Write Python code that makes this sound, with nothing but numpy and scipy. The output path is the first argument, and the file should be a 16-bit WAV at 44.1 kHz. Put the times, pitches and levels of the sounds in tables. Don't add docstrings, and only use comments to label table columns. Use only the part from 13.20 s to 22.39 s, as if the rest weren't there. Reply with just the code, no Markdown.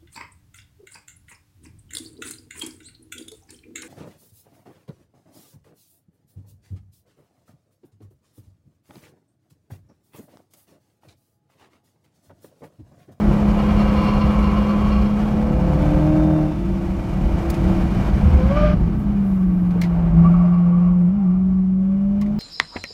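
import sys
import numpy as np
from scipy import signal
from scipy.fft import rfft, irfft, next_fast_len
from scipy.io import wavfile

SR = 44100
rng = np.random.default_rng(int(sys.argv[2]) if len(sys.argv) > 2 else 0)


def dump_mix(stems):
    frames = np.atleast_2d(stems).T
    limited = np.clip(frames, -1, 1)
    pcm = np.round(limited * 32767).astype(np.int16)
    wavfile.write(sys.argv[1], SR, pcm)


N = 405279
TIME = np.arange(N) / SR

# (time [s], crank speed [turns/s])
REVS = [(0, 68.8), (1.9, 68.9), (2.35, 71.9), (2.96, 77.4), (3.15, 77.6), (3.42, 75.2), (4.5, 74.0),
        (4.8, 72.7), (5.3, 63.2), (5.57, 54.9), (6.0, 49.7), (6.3, 45.4), (6.95, 41.6), (7.2, 43.9),
        (7.5, 43.6), (7.77, 44.8), (7.86, 43.3), (7.95, 44.6), (8.07, 44.2), (8.18, 46.7), (8.55, 46.9),
        (8.7, 48.4), (9.19, 52.5)]
CRUISE = 70
FLARE_S, FLARE_WIDTH_S, FLARE_TURNS_PER_S = 7.975, 0.07, 6.7
# (time [s], effort [dB])
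EFFORT = [(0, 1.5), (1.9, -5.5), (2.25, 2.5), (2.9, -2.5), (3.25, -5), (3.45, -18), (4.5, -9), (4.9, -49),
          (5.3, -43), (5.6, -6.5), (6.15, -2), (6.55, -6.5), (6.92, -7), (6.98, 1.5), (7.3, -2),
          (9.19, -2.5)]
# (time [s], level [dB])
BURBLE = [(0, -29.5), (1.0, -32.5), (1.9, -41.5), (2.35, -28), (3.2, -36), (3.5, -24), (3.85, -30.5),
          (4.55, -19.5), (5.1, -48), (6.4, -32), (7.2, -40), (9.19, -42)]
# (order [multiple of crank speed], level [dB])
FIRING_ORDERS = [(4, -0.5), (5, -42)]
OVERTONE_ORDERS = [(8, -24), (12, -42)]
DRONE_ORDERS = [(3, 1.5), (5, -25), (6, -23), (7.5, -25), (9, -35.5)]
BURBLE_ORDERS = [(1.5, -12.5), (2.5, -3.5), (3, -4), (3.5, -10.5), (4.5, -3), (7, -24), (8.5, -16.5),
                 (12, -22)]
BARK_ORDERS = [(2, 7), (2.5, -3.5), (3, -13), (3.5, -11.5), (5, -5.5), (6, -13.5), (7, 2), (8, -1),
               (8.5, -11), (9, -8), (10, -9), (11.5, -16), (12, -17.5)]
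OVERRUN_ORDERS = [(7, -1.5), (6, -12), (2.5, -2)]
# (base level [dB], with effort [dB/dB], with speed [dB/octave])
FIRING_LAW = (-12, 1.0, 0.1)
DRONE_LAW = (-13, 0.25, 21)
BARK_LAW = (-30, 0.95, 42.5)
OVERRUN_S, OVERRUN_WIDTH_S, OVERRUN_DB = 6.42, 0.28, -33.5
BURBLE_ROUGH, BARK_ROUGH = .14, .19
CRANK_JITTER_RAD = .02
# (frequency [Hz], gain [dB])
CABIN_BOOM = [(128, -14), (145, -17.5), (158, -8), (168, 1.5), (177, 1), (187, -2), (205, -3.5), (214, -11),
              (224, -20.5), (245, -42), (275, -34), (291, -21.5), (301, -9.5), (309, -2.5), (330, -14)]
# (frequency [Hz], gain [dB])
CABIN_PATH = [(60, -10), (100, -23.5), (140, -8), (155, 0.5), (200, 3.5), (250, -11.5), (315, 0), (345, -5),
              (384, -7.5), (405, -15.5), (440, -17.5), (500, -9), (545, -9.5), (572, -17), (610, -5.5),
              (650, -3.5), (720, -8), (800, -4.5), (1500, -10)]

LOBE_PASSES_PER_TURN = 11.67
# (harmonic [multiple of lobe rate], level [dB])
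WHINE_TONES = [(1, 2), (2, 0), (3, -2), (4, -4), (5, -8), (6, -10.5)]
# (frequency [Hz], gain [dB])
WHINE_PATH = [(480, 14), (515, 14), (620, 15), (780, -10), (1150, -5), (1750, -17), (2400, -12),
              (2700, -5.5), (2880, -4), (3150, 1.5), (3350, -3.5), (3530, -5), (3650, -7.5), (3850, -26.5)]
# (start of rise [s], start of fall [s], level [dB])
BOOSTS = [(.2, 1.95, -52), (2.4, 3.16, -51), (7.25, 7.6, -59.5), (8.45, 9.15, -61.5)]

# (time [s], pitch [Hz], level [dB], pitch wander [share])
SQUEALS = [
    [(.05, 522.4, -55, 0.034), (.3, 509.6, -45, 0.016), (.48, 513.4, -32.5, 0.021), (.9, 520, -33, 0.018),
     (1.25, 515.5, -38.5, 0.024), (1.7, 518, -34, 0.018), (2.0, 510, -45, 0.021)],
    [(5.02, 486, -38, 0.021), (5.12, 510.5, -35.5, 0.016), (5.21, 510.5, -30, 0.011),
     (5.28, 532, -29.5, 0.01), (5.32, 555.5, -24, 0.014), (5.342, 576, -27.5, .02), (5.37, 605, -21, 0.011),
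     (5.48, 601.4, -21.5, 0.005), (5.535, 597, -26.5, .01), (5.57, 566, -50, 0.02)],
]
# (harmonic [number], level in a full slide [dB], growth with squeal level [dB/dB])
SQUEAL_TONES = [(1, 0, 0), (2, -6, .7), (3, -27, .5), (4, -24, .5), (5, -29, .7)]
# (frequency [Hz], level [dB])
SKID_COLOUR = [(300, -20), (700, 6), (1000, -4), (1300, 3), (1600, 4), (1830, -7.5), (2350, 0),
               (2700, -9.5), (3050, -5.5), (3600, -15), (5500, -19), (9000, -43)]
# (time [s], half length [s], pitch [Hz], level [dB])
CHIRPS = [(7.068, .024, 1140, -27.5), (7.15, .022, 1112, -33.5), (7.15, .012, 1260, -38),
          (7.212, .022, 1130, -39), (7.258, .022, 622, -36), (7.34, .02, 1165, -37),
          (7.548, .024, 1145, -38), (7.592, .02, 1165, -39), (7.688, .02, 1115, -39.5),
          (8.02, .035, 790, -42.5), (8.09, .03, 1175, -47), (8.16, .018, 1180, -46)]
# (time [s], level [dB])
SCRUB_FRONT = [(0, -51), (.3, -41), (.42, -32.5), (.65, -34), (.85, -33), (1.3, -33.5), (1.8, -39),
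               (2.0, -46), (2.6, -48), (3.3, -72)]
SCRUB_REAR = [(0, -52), (.5, -42.5), (1.05, -35.5), (1.45, -36.5), (1.76, -35), (1.95, -49), (2.6, -48),
              (3.3, -74)]
SCRUB_SLOW = [(6.4, -79), (6.75, -42), (7.12, -38), (7.45, -42), (7.65, -43), (7.85, -46), (8.15, -46),
              (8.45, -55.5), (9.19, -51.5)]
SCRUB_SING = [(6.9, -54), (7.02, -44), (7.06, -36.5), (7.15, -38.5), (7.27, -41), (7.4, -41.5), (7.49, -47),
              (7.55, -45), (7.72, -43.5), (7.8, -58.5), (8.03, -60), (8.09, -52), (8.25, -57.5),
              (8.38, -54), (8.5, -65), (8.82, -56), (9.0, -73)]
# (frequency [Hz], width [Hz], relative level [dB])
TREAD_FRONT = [(1025, 48, 1.5), (1275, 130, -4), (2260, 330, -9.5), (2820, 110, -11), (3325, 550, -19),
               (4370, 470, -18), (5300, 700, -23.5)]
TREAD_REAR = [(1127, 50, 1.5), (1325, 120, -9.5), (2310, 300, -13), (2786, 135, -14.5), (4280, 380, -20.5),
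              (5270, 800, -28)]
TREAD_SLOW = [(622, 70, 2.5), (765, 100, 0.5), (904, 70, -3.5), (1110, 250, -2), (1370, 100, -6),
              (2090, 600, -11.5), (2750, 160, -21.5), (4400, 700, -28)]
TREAD_SING = [(1132, 64, 4), (1264, 92, -9), (2290, 300, -17), (2770, 180, -19), (4800, 920, -28)]

ROAD_EDGES = [20, 90, 400, 1500, 5000, 15500]
# (base level [dB], with grind [dB/dB], with speed [dB/octave])
ROAD_LAWS = [(-22, 0.62, 15.5), (-25, .5, 11.5), (-33, 1.13, 9.5), (-45, 1.0, 15), (-55, 0.77, 17.5)]
# (frequency [Hz], level [dB])
ROAD_COLOUR = [(18, -12.5), (42, 5.5), (66, 5.5), (84, -3.5), (105, -3.5), (140, -3.5), (195, -0.5),
               (250, -13), (335, -13.5), (400, -19.5), (450, -25), (590, -23.5), (700, -21.5),
               (1250, -30.5), (1800, -32.5), (3700, -40), (8000, -54), (15500, -60.5)]
# (frequency [Hz], width [Hz], lift [dB])
PANELS = [(815, 40, -3.5), (970, 50, -1.5), (1286, 31, 4), (1555, 22, 5), (1955, 42, 7.5), (2277, 370, 7),
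          (2460, 130, 4.5), (2798, 130, 6), (3020, 220, 5.5), (4450, 260, 1), (5540, 980, 1),
          (12400, 1400, 2.5)]
# (time [s], grind [dB])
GRIND = [(0, 3), (.25, 2), (.8, 3), (1.65, 0.7), (2.0, -1), (2.4, -3.5), (2.7, -1), (3.1, -7), (3.7, -6),
         (4.35, -0.5), (5.2, 1), (5.7, -2), (6.35, -3.5), (6.6, 2), (7.05, 2.5), (7.5, -4), (8.55, -12),
         (9.19, -8)]
# (time [s], half length [s], rumble lift [dB], boom lift [dB])
BUMPS = [(0.098, 0.04, 2.5, 7.5), (0.95, 0.13, 1.5, 1.5), (2.647, 0.35, 1, 3), (4.08, 0.076, 3, 2.5),
         (4.56, 0.1, 2.5, 3.5), (4.766, 0.093, -2, 4), (5.35, 0.42, 5.5, 6.5), (5.792, 0.39, 6.5, 5.5),
         (6.299, 0.16, 7.5, 4), (6.963, 0.23, 10, 8), (7.713, 0.068, 9, -5.5), (8.298, 0.088, 7, 3),
         (9.06, .08, -2, 4)]

# (time [s], pitch [Hz], level [dB], decay t60 [s])
KNOCKS = [(5.051, 76.2, -9, 0.57), (5.123, 64, -11, 0.79), (6.555, 454, -22, 0.056),
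          (9.019, 1115, -32.5, 0.058)]
# (time [s], level [dB], decay t60 [s], treble tilt [dB/octave])
CLICKS = [(4.3, -27.5, 0.046, 9), (4.302, -33, 0.04, -5), (4.341, -37, 0.09, 4), (6.506, -44, 0.06, 1),
          (6.614, -28, 0.047, 6.5), (6.617, -26, .05, -1), (6.634, -32.5, 0.11, -0.5),
          (9.012, -37, 0.045, 6), (9.015, -39, 0.035, -2), (9.021, -41, 0.07, -1.5), (9.06, -47.5, 0.08, 0)]
# (frequency [Hz], level [dB])
TRIM_COLOUR = [(300, -27), (1100, -0.5), (1500, -5), (2000, 17.5), (2700, 5), (4500, 2.5), (8000, -10),
               (13000, -16.5), (16000, -20.5)]
# (time [s], half length [s], level [dB])
RUSTLES = [(5.8, .04, -61), (6.105, 0.095, -65.5), (6.4, .6, -66), (7.083, .04, -71.5),
           (7.846, 0.073, -71.5)]


def engine(angle, speed):
    effort = follow(EFFORT)[0]
    firing_db = law(FIRING_LAW, effort, speed) + read(CABIN_BOOM, 4 * speed)
    drone_db = law(DRONE_LAW, effort, speed) + read(CABIN_BOOM, 3 * speed)
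    pulses = clean_orders(angle, FIRING_ORDERS)
    overtones = rough_orders(angle, speed, OVERTONE_ORDERS, BURBLE_ROUGH)
    firing = amp(firing_db) * (pulses + overtones) * (1 + 0.046 * wander(36))
    drone = amp(drone_db) * clean_orders(angle, DRONE_ORDERS) * (1 + 0.025 * wander(27))
    burble = amp(follow(BURBLE)[0]) * rough_orders(angle, speed, BURBLE_ORDERS, BURBLE_ROUGH)
    bark = bark_gain(speed) * rough_orders(angle, speed, BARK_ORDERS, BARK_ROUGH)
    overrun_gain = amp(OVERRUN_DB) * swell(OVERRUN_S, OVERRUN_WIDTH_S)
    overrun = overrun_gain * clean_orders(angle, OVERRUN_ORDERS) * (1 + .2 * wander(10))
    return firing + drone + burble + bark + overrun


def clean_orders(angle, table):
    main = table[0][0]
    out = 0
    for order, db in table:
        stray = 2 * (order - main) * CRANK_JITTER_RAD * wander(20)
        out += amp(db) * np.cos(order * angle + stray + 2 * np.pi * rng.random())
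    return np.sqrt(2) * out


def rough_orders(angle, speed, table, rough):
    out = 0
    for order, db in table:
        lag = rng.standard_normal() * (np.pi if order % 1 else .8)
        shake = 1 + rough * wander(6.6)
        phase = order * (angle + CRANK_JITTER_RAD * wander(25)) + lag
        out += amp(db + read(CABIN_PATH, order * speed)) * shake * np.cos(phase)
    return np.sqrt(2) * out


def bark_gain(speed):
    return amp(law(BARK_LAW, follow(EFFORT)[0], speed))


def supercharger(angle, speed, rise_s=0.27, fall_s=0.59, flicker=.3):
    lobe_angle = LOBE_PASSES_PER_TURN * angle + 0.2 * wander(25)
    whine = boost = 0
    for k, db in WHINE_TONES:
        gain = amp(db + read(WHINE_PATH, k * LOBE_PASSES_PER_TURN * speed))
        whine += gain * (1 + flicker * wander(7.3)) * np.cos(k * lobe_angle)
    for start, end, db in BOOSTS:
        ramp = np.minimum((TIME - start) / rise_s, 1 - (TIME - end) / fall_s)
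        boost += amp(db) * np.clip(ramp, 0, 1)
    return boost * np.sqrt(2) * whine


def squeal(slide, full_slide_db=-19, rasp_db=-12):
    hz, db, unsteady = follow(slide)
    phase = 2 * np.pi * np.cumsum(hz * (1 + unsteady * wander(45))) / SR
    voice = 0
    for k, level, growth in SQUEAL_TONES:
        gain = amp(level + growth * (db - full_slide_db))
        voice += gain * (1 + 0.1 * k * wander(50)) * np.cos(k * phase)
    size = next_fast_len(N)
    rasp = noise(amp(read(SKID_COLOUR, np.fft.rfftfreq(size, 1 / SR))), size)
    sliding = (TIME > slide[0][0]) & (TIME < slide[-1][0])
    return sliding * amp(db) * (unit(amp(2 * wander(25)) * voice) + amp(rasp_db) * rasp)


def chirps(octave_db=-22.5):
    out = np.zeros(N)
    waver, flutter = 1 + .013 * wander(70), amp(1.8 * wander(90))
    for s, width, hz, db in CHIRPS:
        near = abs(TIME - s) < 3 * width
        phase = 2 * np.pi * np.cumsum(hz * waver[near]) / SR
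        note = np.sin(phase) + amp(octave_db) * np.sin(2 * phase)
        out[near] += amp(db) * swell(s, width)[near] * note
    return np.sqrt(2) * flutter * out


def scrub(levels, tread, waver=.011, flutter_db_per_khz=1.2, hold=.4):
    phase_per_hz = 2 * np.pi * (TIME + waver * np.cumsum(wander(9.04)) / SR)
    flutter = flutter_db_per_khz * wander(15)
    ring = 0
    for hz, width, db in tread:
        swing = wander(width / 2) + 1j * wander(width / 2)
        tone = (swing * np.exp(1j * hz * phase_per_hz)).real
        friction = (1 + abs(swing) ** 2) ** (hold / 2)
        ring += amp(db) * unit(amp(flutter * hz / 1000) * tone / friction)
    return amp(follow(levels)[0]) * unit(ring)


def road(angle, exhaust_db=-38):
    size = next_fast_len(N)
    hz = np.fft.rfftfreq(size, 1 / SR)
    panels_db = sum(db * np.exp(-(2 * (hz - f) / width) ** 2) for f, width, db in PANELS)
    colour = amp(read(ROAD_COLOUR, hz) + panels_db) * hz ** 2 / (hz ** 2 + 16 ** 2)
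    speed, grind = follow(REVS)[0], follow(GRIND)[0]
    bands = []
    for lo, hi in zip(ROAD_EDGES, ROAD_EDGES[1:]):
        passband = 1 / np.sqrt((1 + (lo / (hz + 1)) ** 10) * (1 + (hz / hi) ** 10))
        bands.append(noise(colour * passband, size))
    gains = [amp(law(rule, grind, speed)) for rule in ROAD_LAWS]
    rumble, boom, roar, wind, hiss = np.multiply(gains, bands)
    rumble *= amp(sum(db * swell(s, width) for s, width, db, _ in BUMPS))
    boom *= amp(sum(db * swell(s, width) for s, width, _, db in BUMPS))
    load = bark_gain(speed) / amp(BARK_LAW[0])
    roar += amp(exhaust_db) * load * bands[2][::-1]
    beats = unit(sum(np.cos(k * angle + 2 * np.pi * rng.random()) for k in (.5, 1, 1.5, 2, 4)))
    throb = 1 + 0.1 * load * beats
    gusts = amp(0.98 * wander(25))
    return rumble + boom + gusts * (throb * (roar + wind) + hiss)


def knocks(rise_s=0.0041):
    out = np.zeros(N)
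    for s, hz, db, t60 in KNOCKS:
        age = np.maximum(TIME - s, 0)
        envelope = amp(db - 60 * age / t60) * (1 - np.exp(-age / rise_s))
        out += envelope * np.sqrt(2) * np.sin(2 * np.pi * hz * age)
    return out


def trim(rise_s=0.0012):
    out = np.zeros(N)
    age = TIME[:SR // 4]
    hz = np.fft.rfftfreq(len(age), 1 / SR)
    for s, db, t60, tilt in CLICKS:
        burst = noise(amp(read(TRIM_COLOUR, hz) + tilt * np.log2(hz + 1)), len(age))
        envelope = amp(db - 60 * age / t60) * (1 - np.exp(-age / rise_s))
        part = out[round(s * SR):][:len(age)]
        part += (burst * envelope)[:len(part)]
    return out


def rustle(low_hz=8000):
    grains = rng.standard_normal(N) * amp(1.8 * wander(120))
    gain = sum(amp(db) * swell(s, width) for s, width, db in RUSTLES)
    highpass = signal.butter(2, low_hz, "high", fs=SR, output="sos")
    return gain * unit(signal.sosfilt(highpass, grains))


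def amp(db):
    return 10 ** (np.asarray(db) / 20)


def unit(x):
    return x / np.sqrt(np.mean(x ** 2) + 1e-20)


def follow(rows):
    s, *columns = np.transpose(rows)
    return [np.interp(TIME, s, c) for c in columns]


def read(points, hz):
    f, db = np.transpose(points)
    return np.interp(np.log(hz + 1), np.log(f + 1), db)


def law(rule, drive_db, speed):
    db, per_drive, per_octave = rule
    return db + per_drive * drive_db + per_octave * np.log2(speed / CRUISE)


def swell(s, width):
    return np.exp(-((TIME - s) / width) ** 2)


def noise(colour, size):
    return unit(irfft(rfft(rng.standard_normal(size)) * colour, size)[:N])


def wander(hz):
    step = 16
    size = next_fast_len(N // step + 2)
    f = np.fft.rfftfreq(size, step / SR)
    slow = irfft(rfft(rng.standard_normal(size)) * np.exp(-.5 * (f / hz) ** 2), size)
    return unit(np.interp(TIME, np.arange(size) * step / SR, slow))


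def scene():
    speed = follow(REVS)[0] + FLARE_TURNS_PER_S * swell(FLARE_S, FLARE_WIDTH_S)
    angle = 2 * np.pi * np.cumsum(speed) / SR
    long_bend = scrub(SCRUB_FRONT, TREAD_FRONT) + scrub(SCRUB_REAR, TREAD_REAR)
    slow_corner = scrub(SCRUB_SLOW, TREAD_SLOW) + scrub(SCRUB_SING, TREAD_SING)
    tyres = long_bend + slow_corner + sum(squeal(slide) for slide in SQUEALS) + chirps()
    rattles = trim() + rustle() + knocks()
    return (engine(angle, speed) + supercharger(angle, speed) + tyres + road(angle) + rattles)[None]


def record(dry):
    edge_hz = 15850
    lowpass = signal.firwin(511, edge_hz, window=("kaiser", 9), fs=SR)
    padded = np.pad(dry, ((0, 0), (255, 255)), mode="reflect", reflect_type="odd")
    return signal.oaconvolve(padded, lowpass[None], "valid", axes=1)


dry = scene()
out = record(dry)
dump_mix(out)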